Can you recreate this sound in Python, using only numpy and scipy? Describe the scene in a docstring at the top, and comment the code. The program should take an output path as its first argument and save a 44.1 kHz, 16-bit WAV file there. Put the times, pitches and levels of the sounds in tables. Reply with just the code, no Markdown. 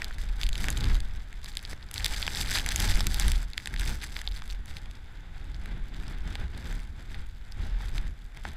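"""Storm on a beach

A small hand-held camera hears gusts buffet its microphone port: rumble, throb and flutter of shaped noise.
Blown spray and sleet tick on the plastic housing, as lone hard pellets and as a fine patter that thickens
in short puffs; each hit is a noise burst ringing the housing modes, and heavy drops add a dull thud.
Behind them surf roars, as noise lifted at the housing resonances, over a steady hiss of far foam."""
import sys
import numpy as np
from scipy import signal
from scipy.fft import rfft, irfft
from scipy.io import wavfile

SR = 44100
rng = np.random.default_rng(int(sys.argv[2]) if len(sys.argv) > 2 else 0)


def linear_from_db(decibels):
    """Turn decibels (scalar or array-like) into linear amplitude factors; 0 gives 1."""
    return 10 ** (np.asarray(decibels, float) / 20)


def inscribe(sig):
    """Save sig as 16-bit PCM at rate SR to the path in sys.argv[1].

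    A 1-D sig is mono; a 2-D sig holds one channel per row.
    Samples are clipped to [-1, 1] before scaling.
    """
    pcm = np.round(np.clip(np.atleast_2d(sig).T, -1, 1) * 32767)
    wavfile.write(sys.argv[1], SR, pcm.astype(np.int16))


N = 377496


def rms_one(x):
    """Scale to rms 1."""
    return x / np.sqrt(np.mean(x ** 2) + 1e-20)


def in_time(rows):
    """Columns of a curve table, one value per sample."""
    s, *columns = np.transpose(rows)
    return [np.interp(np.arange(N) / SR, s, column) for column in columns]


def at_hz(points, hz):
    """Read a spectrum on a log-frequency axis."""
    point_hz, level_db = np.transpose(points)
    return np.interp(np.log(hz), np.log(point_hz), level_db)


def drift(rate_hz):
    """Slow random wander of spread 1: noise twice through a one-pole low-pass at rate_hz."""
    step = 40     # samples between computed points
    pole = np.exp(-2 * np.pi * rate_hz * step / SR)
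    noise = rng.standard_normal(N // step + 2002)
    slow = signal.lfilter([1], [1, -2 * pole, pole * pole], noise)[2000:]     # drop the settling start
    return np.interp(np.arange(N) / step, np.arange(len(slow)), rms_one(slow))


def coloured(spectrum):
    """Noise with the given spectrum, rms 1."""
    hz = np.maximum(np.arange(N // 2 + 1) * SR / N, 1)
    white = rfft(rng.standard_normal(N))
    return rms_one(irfft(white * linear_from_db(at_hz(spectrum, hz)), N))


def resonate(x, hz, width_hz):
    """Two-pole resonance; a unit click rings with height about 1."""
    r, w = np.exp(-np.pi * width_hz / SR), 2 * np.pi * hz / SR
    return signal.lfilter([0, np.sin(w)], [1, -2 * r * np.cos(w), r * r], x + 1e-18)


# short puffs that fling a sheet of spray at the camera: middle_s, length_s, flutter_db, roar_db, patter_db
PUFFS = [(0.05, 0.14, -60, -50.5, -58.5), (0.208, 0.059, -55, -56, -54), (0.432, 0.086, -60, -49, -50),
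         (0.656, 0.18, -39.5, -43.5, -44.5), (0.863, 0.18, -35.5, -42.5, -54),
         (1.482, 0.091, -62, -63, -53.5), (1.702, 0.062, -48, -53, -58), (2.018, .12, -43.5, -47, -47),
         (2.124, 0.038, -49, -42, -47), (2.409, 0.048, -38, -48, -36.5), (2.559, 0.13, -48, -46.5, -36),
         (2.863, 0.16, -36, -42.5, -34.5), (2.99, 0.062, -37, -47, -42), (3.192, 0.12, -56, -45, -39),
         (3.27, .12, -37.5, -42.5, -43.5), (3.39, 0.088, -47.5, -47.5, -50),
         (3.713, 0.067, -42, -50.5, -53), (3.816, 0.046, -46, -43, -42), (3.906, 0.088, -39, -45, -42.5),
         (4.058, 0.21, -50.5, -56, -50.5), (4.194, 0.091, -61, -52, -59.5), (4.348, 0.053, -54, -72, -53),
         (4.503, 0.045, -61, -60, -54.5), (4.707, .06, -53, -59, -63), (4.767, 0.037, -49, -56, -57.5),
         (4.845, 0.051, -53, -57, -57.5), (5.728, 0.16, -43.5, -52, -70.5), (5.982, 0.15, -47, -58, -67),
         (6.099, 0.13, -45, -52, -61), (6.283, 0.13, -45.5, -51.5, -74), (6.423, 0.081, -39.5, -48.5, -77),
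         (6.546, 0.076, -46, -52.5, -74), (6.688, 0.23, -43.5, -51, -58.5), (7.002, 0.094, -50.5, -57, -63),
         (7.164, 0.13, -50, -51.5, -60.5), (7.636, 0.12, -42, -49.5, -59.5),
         (7.858, 0.075, -55, -54, -55.5), (7.97, 0.064, -42, -48, -56), (8.049, 0.11, -45.5, -51.5, -56.5),
         (8.374, .05, -51, -53.5, -73), (8.482, 0.075, -45, -49.5, -58.5)]


def puffed(slow_db, column):
    """Add the power of each puff, a raised-cosine swell, to a slow level."""
    t, power = np.arange(N) / SR, linear_from_db(2 * slow_db)
    for row in PUFFS:
        middle_s, length_s = row[:2]
        phase = np.pi * np.clip((t - middle_s) / (2 * length_s), -.5, .5)
        power = power + linear_from_db(2 * row[column]) * np.cos(phase) ** 4
    return 10 * np.log10(power)


# slow strength of the wind on the port: start_s, flutter_db, rumble_db
GUST = [(0.0, -51.5, -34), (0.62, -52, -28), (0.76, -43, -33), (0.9, -47, -23), (1.26, -56.5, -33.5),
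        (1.91, -54, -38.5), (2.14, -52, -32.5), (2.17, -47, -35.5), (2.79, -42, -30.5), (2.95, -49, -22),
        (3.07, -36, -32), (3.27, -55, -21), (3.43, -53, -29.5), (3.65, -54, -43), (3.86, -42.5, -29),
        (4.05, -53, -41), (4.27, -54, -35.5), (5.2, -54, -40.5), (5.58, -49, -34.5), (6.56, -49.5, -33),
        (6.6, -51, -44), (6.75, -53, -31), (6.94, -52.5, -41), (7.22, -55, -33.5), (7.48, -58.5, -39),
        (7.68, -56, -28), (7.87, -48.5, -32), (8.08, -53, -31), (8.34, -59, -44), (8.56, -55, -37)]
# wind noise spectra, each pitch_hz, level_db (per Hz, relative)
RUMBLE = [(8, 3.5), (25, 3.5), (40, 8.5), (67, -17.5), (110, -27), (200, -27.5), (2000, -140)]
THROB = [(30, -30), (60, 7.5), (90, -1.5), (140, -15.5), (300, -58), (2000, -140)]
FLUTTER = [(50, -4.5), (100, 1), (200, -5.5), (400, -17), (700, -36.5), (1500, -46), (8000, -120)]
BUFFET_DB, BUFFET_RATE_HZ = 1.5, 9.0     # the gust comes in lumps


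def wind():
    """Eddies over the port: deep rumble, faster flutter, and between them a throb that needs both."""
    flutter_db, rumble_db = in_time(GUST)
    lumps_db = BUFFET_DB * drift(BUFFET_RATE_HZ)
    rumble_db = rumble_db + lumps_db
    flutter_db = puffed(flutter_db + 0.24 * lumps_db, column=2)
    rumble = linear_from_db(rumble_db) * coloured(RUMBLE)
    throb = linear_from_db((rumble_db + flutter_db) / 2 - 2.5) * coloured(THROB)
    flutter = linear_from_db(flutter_db) * rms_one(linear_from_db(0.99 * drift(15.5)) * coloured(FLUTTER))
    return rumble + throb + flutter


# housing resonances: pitch_hz, width_hz, level_db (relative, how readily a hit rings the mode)
HOUSING = [(837, 156, -32), (1554, 326, -1), (2080, 650, 4), (3540, 592, 4.5), (4865, 690, 7),
           (6306, 337, -2.5), (7470, 585, 2), (10560, 980, -17), (10300, 400, -28.5), (11990, 5200, 8),
           (14200, 1200, -24)]


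def strike(at, peak_db, colour_db, scatter_db, contact_s):
    """Each impact is a short crumbling burst that rings every housing mode with a strength of its own."""
    taps = np.arange(96)
    # contact varies from hit to hit: wet drops splat longer than ice
    lasts_s = contact_s * linear_from_db(4.7 * rng.standard_normal((len(at), 1)))
    burst = rng.standard_normal((len(at), len(taps))) * np.exp(-taps / (lasts_s * SR))
    luck_db = scatter_db * rng.standard_normal((len(at), len(HOUSING)))
    least_drive = .5 * np.sqrt(np.sum(burst ** 2, axis=1))
    out = np.zeros(N)
    for k, (hz, width_hz, level_db) in enumerate(HOUSING):
        drive = np.abs(burst @ np.exp(2j * np.pi * hz * taps / SR))     # how hard the burst drives this mode
        drive = np.maximum(drive, least_drive)
        gain = linear_from_db(peak_db + level_db + colour_db(hz) + luck_db[:, k]) / drive
        force = np.bincount((at[:, None] + taps).ravel(), (gain[:, None] * burst).ravel(), N + len(taps))
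        out += (-1) ** k * resonate(force[:N], hz, width_hz)     # neighbouring modes in opposite sign
    return out


# lone hard pellets: start_s, body_db (peak of the body modes), pitch_hz (the body modes gather round it),
# treble_db (peak of the treble modes)
PELLETS = [(0.0192, -13, 1990, -26), (0.0443, -16.5, 4160, -21), (0.1088, -23.5, 1580, -47),
           (0.1837, -26, 2380, -32.5), (0.315, -40, 3060, -44), (0.414, -16.5, 3700, -22),
           (0.433, -12.5, 3500, -23), (0.466, -20.5, 3700, -31), (0.49, -21, 2500, -19),
           (0.5296, -25, 3450, -27), (0.555, -21, 2810, -28), (0.579, -20, 3720, -26),
           (0.6419, -11.5, 2120, -18.5), (0.6847, -13, 1890, -18), (0.703, -25, 3080, -13.5),
           (0.7756, -26, 3040, -20), (0.8078, -21, 3800, -24), (0.842, -18, 3700, -21),
           (0.9526, -26, 2760, -25.5), (1.0035, -25, 3800, -26.5), (1.328, -30, 1950, -35),
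           (1.4443, -25, 3380, -28), (1.459, -24, 3860, -40), (1.553, -29, 2760, -29),
           (1.5706, -12, 3500, -17), (1.592, -28, 2940, -49), (1.651, -19, 3620, -39),
           (1.73, -24, 1760, -48), (1.9124, -28, 3050, -24), (1.941, -25, 3600, -18),
           (1.9596, -20.5, 3450, -43), (1.9794, -16.5, 3670, -21), (2.0449, -7.5, 3800, -12.5),
           (2.0578, -12.5, 3820, -21), (2.0617, -8, 2900, -15), (2.2274, -13, 3770, -39),
           (2.2662, -12.5, 3180, -21), (2.2784, -8.5, 2090, -40), (2.349, -15.5, 3880, -25),
           (2.3715, -15.5, 4040, -30), (2.4122, -16.5, 3840, -21), (2.5853, -14, 4060, -24),
           (2.662, -13, 2340, -15.5), (2.689, -15.5, 2560, -12), (2.7206, -14, 2340, -15.5),
           (2.76, -14, 2500, -4.5), (2.8018, -15, 3890, -10), (3.0063, -14, 4080, -21),
           (3.0685, -15.5, 3140, -9.5), (3.144, -14, 3600, -18.5), (3.198, -13.5, 2640, -8.5),
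           (3.2815, -12, 2750, -17), (3.3179, -14, 2900, -15), (3.4288, -32, 2320, -29),
           (3.5335, -25, 3030, -37), (3.5783, -9, 2450, -20), (3.658, -14.5, 2480, -20),
           (3.6727, -16, 2470, -20), (3.7397, -17.5, 1970, -32), (3.7625, -20, 2500, -39),
           (3.7958, -24, 3050, -21), (3.81, -25, 2500, -21), (4.0383, -35, 2460, -27.5),
           (4.165, -14.5, 2560, -39), (4.2153, -22.5, 2230, -25), (4.2752, -13.5, 3520, -38),
           (4.321, -28, 3800, -47), (4.4205, -27, 2640, -47), (4.658, -36.5, 1900, -34.5),
           (4.7677, -25, 2360, -42), (4.9117, -32, 3100, -36), (5.545, -31.5, 3970, -45),
           (5.6582, -25.5, 1760, -35), (6.354, -18.5, 2660, -33), (7.1446, -25, 2360, -49),
           (7.5219, -27.5, 4730, -38), (7.9809, -21.5, 2720, -30), (8.3725, -29.5, 2010, -37.5),
           (8.452, -18.5, 1480, -35)]
TREBLE_FROM_HZ = 5500
OFF_PITCH_DB_PER_OCTAVE = 14     # body modes far from a pellet's pitch speak less


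def pellets(rows):
    """Hard hits; where a pellet lands decides its pitch in the body and how much treble it wakes."""
    s, body_db, pitch_hz, treble_db = np.transpose(rows)
    mode_hz, _, level_db = np.transpose(HOUSING)
    body = mode_hz < TREBLE_FROM_HZ

    def off_db(hz):
        return -OFF_PITCH_DB_PER_OCTAVE * np.abs(np.log2(hz / pitch_hz))

    body_power = sum(linear_from_db(2 * (db + off_db(hz))) for hz, db in zip(mode_hz[body], level_db[body]))
    body_sum_db = 10 * np.log10(body_power)
    treble_sum_db = 10 * np.log10(np.sum(linear_from_db(2 * level_db[~body])))

    def colour_db(hz):
        if hz < TREBLE_FROM_HZ:
            return body_db + off_db(hz) - body_sum_db
        return treble_db - treble_sum_db

    at = np.round(s * SR).astype(int)
    wait = (rng.uniform(.003, .012, len(at)) * SR).astype(int)
    later = np.minimum(at + wait, N - 1)     # a splinter falls back
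    hits = strike(at, 0, colour_db, scatter_db=1.5, contact_s=0.00043)
    splinters = strike(later, -26.5, colour_db, scatter_db=4.5, contact_s=0.00028)
    return hits + splinters


CANDIDATE_STRAYS_PER_S = 160
STRAY_SHARE, STRAY_CLUMP_DB = .4, 6.0     # share that lands, and how much they bunch
STRAY_DB, STRAY_SPREAD_DB = -39.5, 3     # smallest stray at average patter, and size scale above it
STRAY_FOLLOWS = 0.76     # dB per dB of patter


def strays(patter_db):
    """Smaller pellets in random bunches, harder where the spray is thick; rows as in PELLETS."""
    at = np.flatnonzero(rng.random(N) < CANDIDATE_STRAYS_PER_S / SR)
    size, pitch, bright, luck = rng.random((len(at), 4)).T
    db = STRAY_DB + STRAY_FOLLOWS * (patter_db[at] - patter_db.mean())
    db = db - STRAY_SPREAD_DB * np.log(1 - .95 * size)
    lands = luck < STRAY_SHARE * linear_from_db(STRAY_CLUMP_DB * drift(15.0))[at]
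    db = np.where(lands, db, -np.inf)
    return np.transpose([at / SR, db, 1700 * 2 ** (1.3 * pitch), db - 17.3 * bright])


CANDIDATE_DROPS_PER_S = 3000
PATTER_SPREAD_DB = 6.5     # scale of the exponential drop sizes
DENSEST_AT_DB, THINNING = -44, 0.64     # below this level the drop rate falls, THINNING dB (20 log10) per dB


def patter(patter_db):
    """Fine spray: small hits in clumps, a dense fizz in the gusts and scattered ticks between them."""
    at = np.flatnonzero(rng.random(N) < CANDIDATE_DROPS_PER_S / SR)
    share = np.clip(linear_from_db(THINNING * (patter_db - DENSEST_AT_DB)), .02, 1)
    lands = rng.random(len(at)) < (share * linear_from_db(4.0 * drift(20)))[at]
    size_db = PATTER_SPREAD_DB * np.minimum(rng.exponential(1, len(at)), 3.0)
    lean_db = 2.0 * rng.standard_normal(len(at))     # brighter or duller, per octave

    def colour_db(hz):
        return (lean_db - 0.2) * np.log2(hz / 4000)

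    hits = strike(at, np.where(lands, size_db, -np.inf), colour_db, scatter_db=1.0, contact_s=0.000078)
    even = hits / np.sqrt(share)     # sparse drops made stronger, so density alone does not set the level
    return linear_from_db(patter_db) * rms_one(even)


# heavy drops that also shake the whole camera: start_s, ring_db (lowest housing mode), thud_db
HEAVY = [(1.7305, -38, -23), (2.2666, -36, -50), (3.5782, -39, -42), (4.2751, -36, -38),
         (6.3557, -32.5, -45), (8.4521, -26.5, -38)]
THUD_HZ, THUD_WIDTH_HZ = 296, 480


def heavy_drops():
    """A soft blow rings the lowest housing mode and a dull thud."""
    s, ring_db, thud_db = np.transpose(HEAVY)
    at = np.round(s * SR).astype(int)
    lowest_hz, lowest_width_hz, _ = HOUSING[0]
    ring = resonate(np.bincount(at, linear_from_db(ring_db), N), lowest_hz, lowest_width_hz)
    thud = resonate(np.bincount(at, linear_from_db(thud_db), N), THUD_HZ, THUD_WIDTH_HZ)
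    return ring - thud


# surf spectrum, before the resonances are lifted out of it: pitch_hz, level_db (per Hz, relative)
ROAR = [(180, -3), (300, 12.5), (1060, 6.5), (1560, 8.5), (2700, 2.5), (3640, 2), (5700, -14),
        (13100, -31.5), (16000, -55)]


def surf(roar_db, lift_db=18.0):
    """Broad roar heard through the housing, whose resonances stand out of it; it swells a little."""
    hz = np.arange(N // 2 + 1) * SR / N
    lift = 1     # in power, the same for every resonance
    for mode_hz, width_hz, _ in HOUSING:
        lift = lift + linear_from_db(2 * lift_db) / (1 + (2 * (hz - mode_hz) / width_hz) ** 2)
    roar = irfft(rfft(coloured(ROAR)) * np.sqrt(lift), N)
    rough_db = 0.13 * (roar_db - roar_db.min()) * drift(97)     # strong gusts tear the roar into grain
    return linear_from_db(roar_db + 0.78 * drift(22) + rough_db) * rms_one(roar)


# far foam as it sounds through the housing: pitch_hz, level_db (per Hz, relative)
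HISS = [(1000, -35), (1700, -8), (3000, -8), (4800, -0.5), (5800, -3), (7600, 1), (9200, -12), (10700, -1),
        (12000, -17), (13300, 1), (14800, -25), (16500, -40)]


def far_foam():
    """Countless far bubbles blur into a steady hiss of shaped noise."""
    return linear_from_db(-73) * coloured(HISS)


# slow level of blown spray and surf: start_s, patter_db, roar_db
STORM = [(0.0, -62.5, -53), (0.4, -61.5, -53.5), (0.62, -58, -54), (0.78, -46.5, -50), (1.0, -64, -53),
         (1.26, -66.5, -57.5), (1.96, -62.5, -56), (2.12, -43.5, -49), (2.79, -44.5, -43.5),
         (3.17, -50, -50), (3.41, -63, -57.5), (3.55, -63, -57), (3.98, -54.5, -55.5), (4.51, -67, -56.5),
         (5.31, -77.5, -56.5), (6.32, -66.5, -55.5), (7.44, -75.5, -60.5), (7.82, -68, -51),
         (8.3, -77, -68), (8.56, -61, -54)]
SHEET_DB, SHEET_RATE_HZ = 3.0, 17.4     # the spray is uneven
ROAR_FOLLOWS_SHEETS = 0.31     # dB per dB
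QUIETEST_SURF_DB = -60.5     # floor of the slow curve: the surf never falls silent


def scene():
    """Wind, everything that strikes the housing, surf and far foam."""
    patter_db, roar_db = in_time(STORM)
    sheets_db = SHEET_DB * drift(SHEET_RATE_HZ)
    patter_db = puffed(patter_db, column=4) + sheets_db
    roar_db = puffed(np.maximum(roar_db, QUIETEST_SURF_DB), column=3) + ROAR_FOLLOWS_SHEETS * sheets_db
    air = wind() + surf(roar_db) + far_foam()
    hits = patter(patter_db) + pellets(strays(patter_db)) + pellets(PELLETS)
    low_cut = signal.butter(2, 620, "high", fs=SR, output="sos")     # the hits carry little bass below about 620 Hz
    return (air + heavy_drops() + signal.sosfilt(low_cut, hits))[None]


def band_limit(x):
    """A steep low-pass at the top of the band."""
    return signal.sosfilt(signal.butter(12, 16570, fs=SR, output="sos"), x)


def record(dry):
    """The microphone capsule rolls off in the top octave, then a steep filter cuts the very top."""
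    rolled = signal.sosfilt(signal.butter(2, 13500, fs=SR, output="sos"), dry)
    cut = signal.sosfilt(signal.cheby2(10, 60, 16800, fs=SR, output="sos"), rolled)
    return band_limit(cut)


dry = scene()
out = record(dry)
inscribe(out)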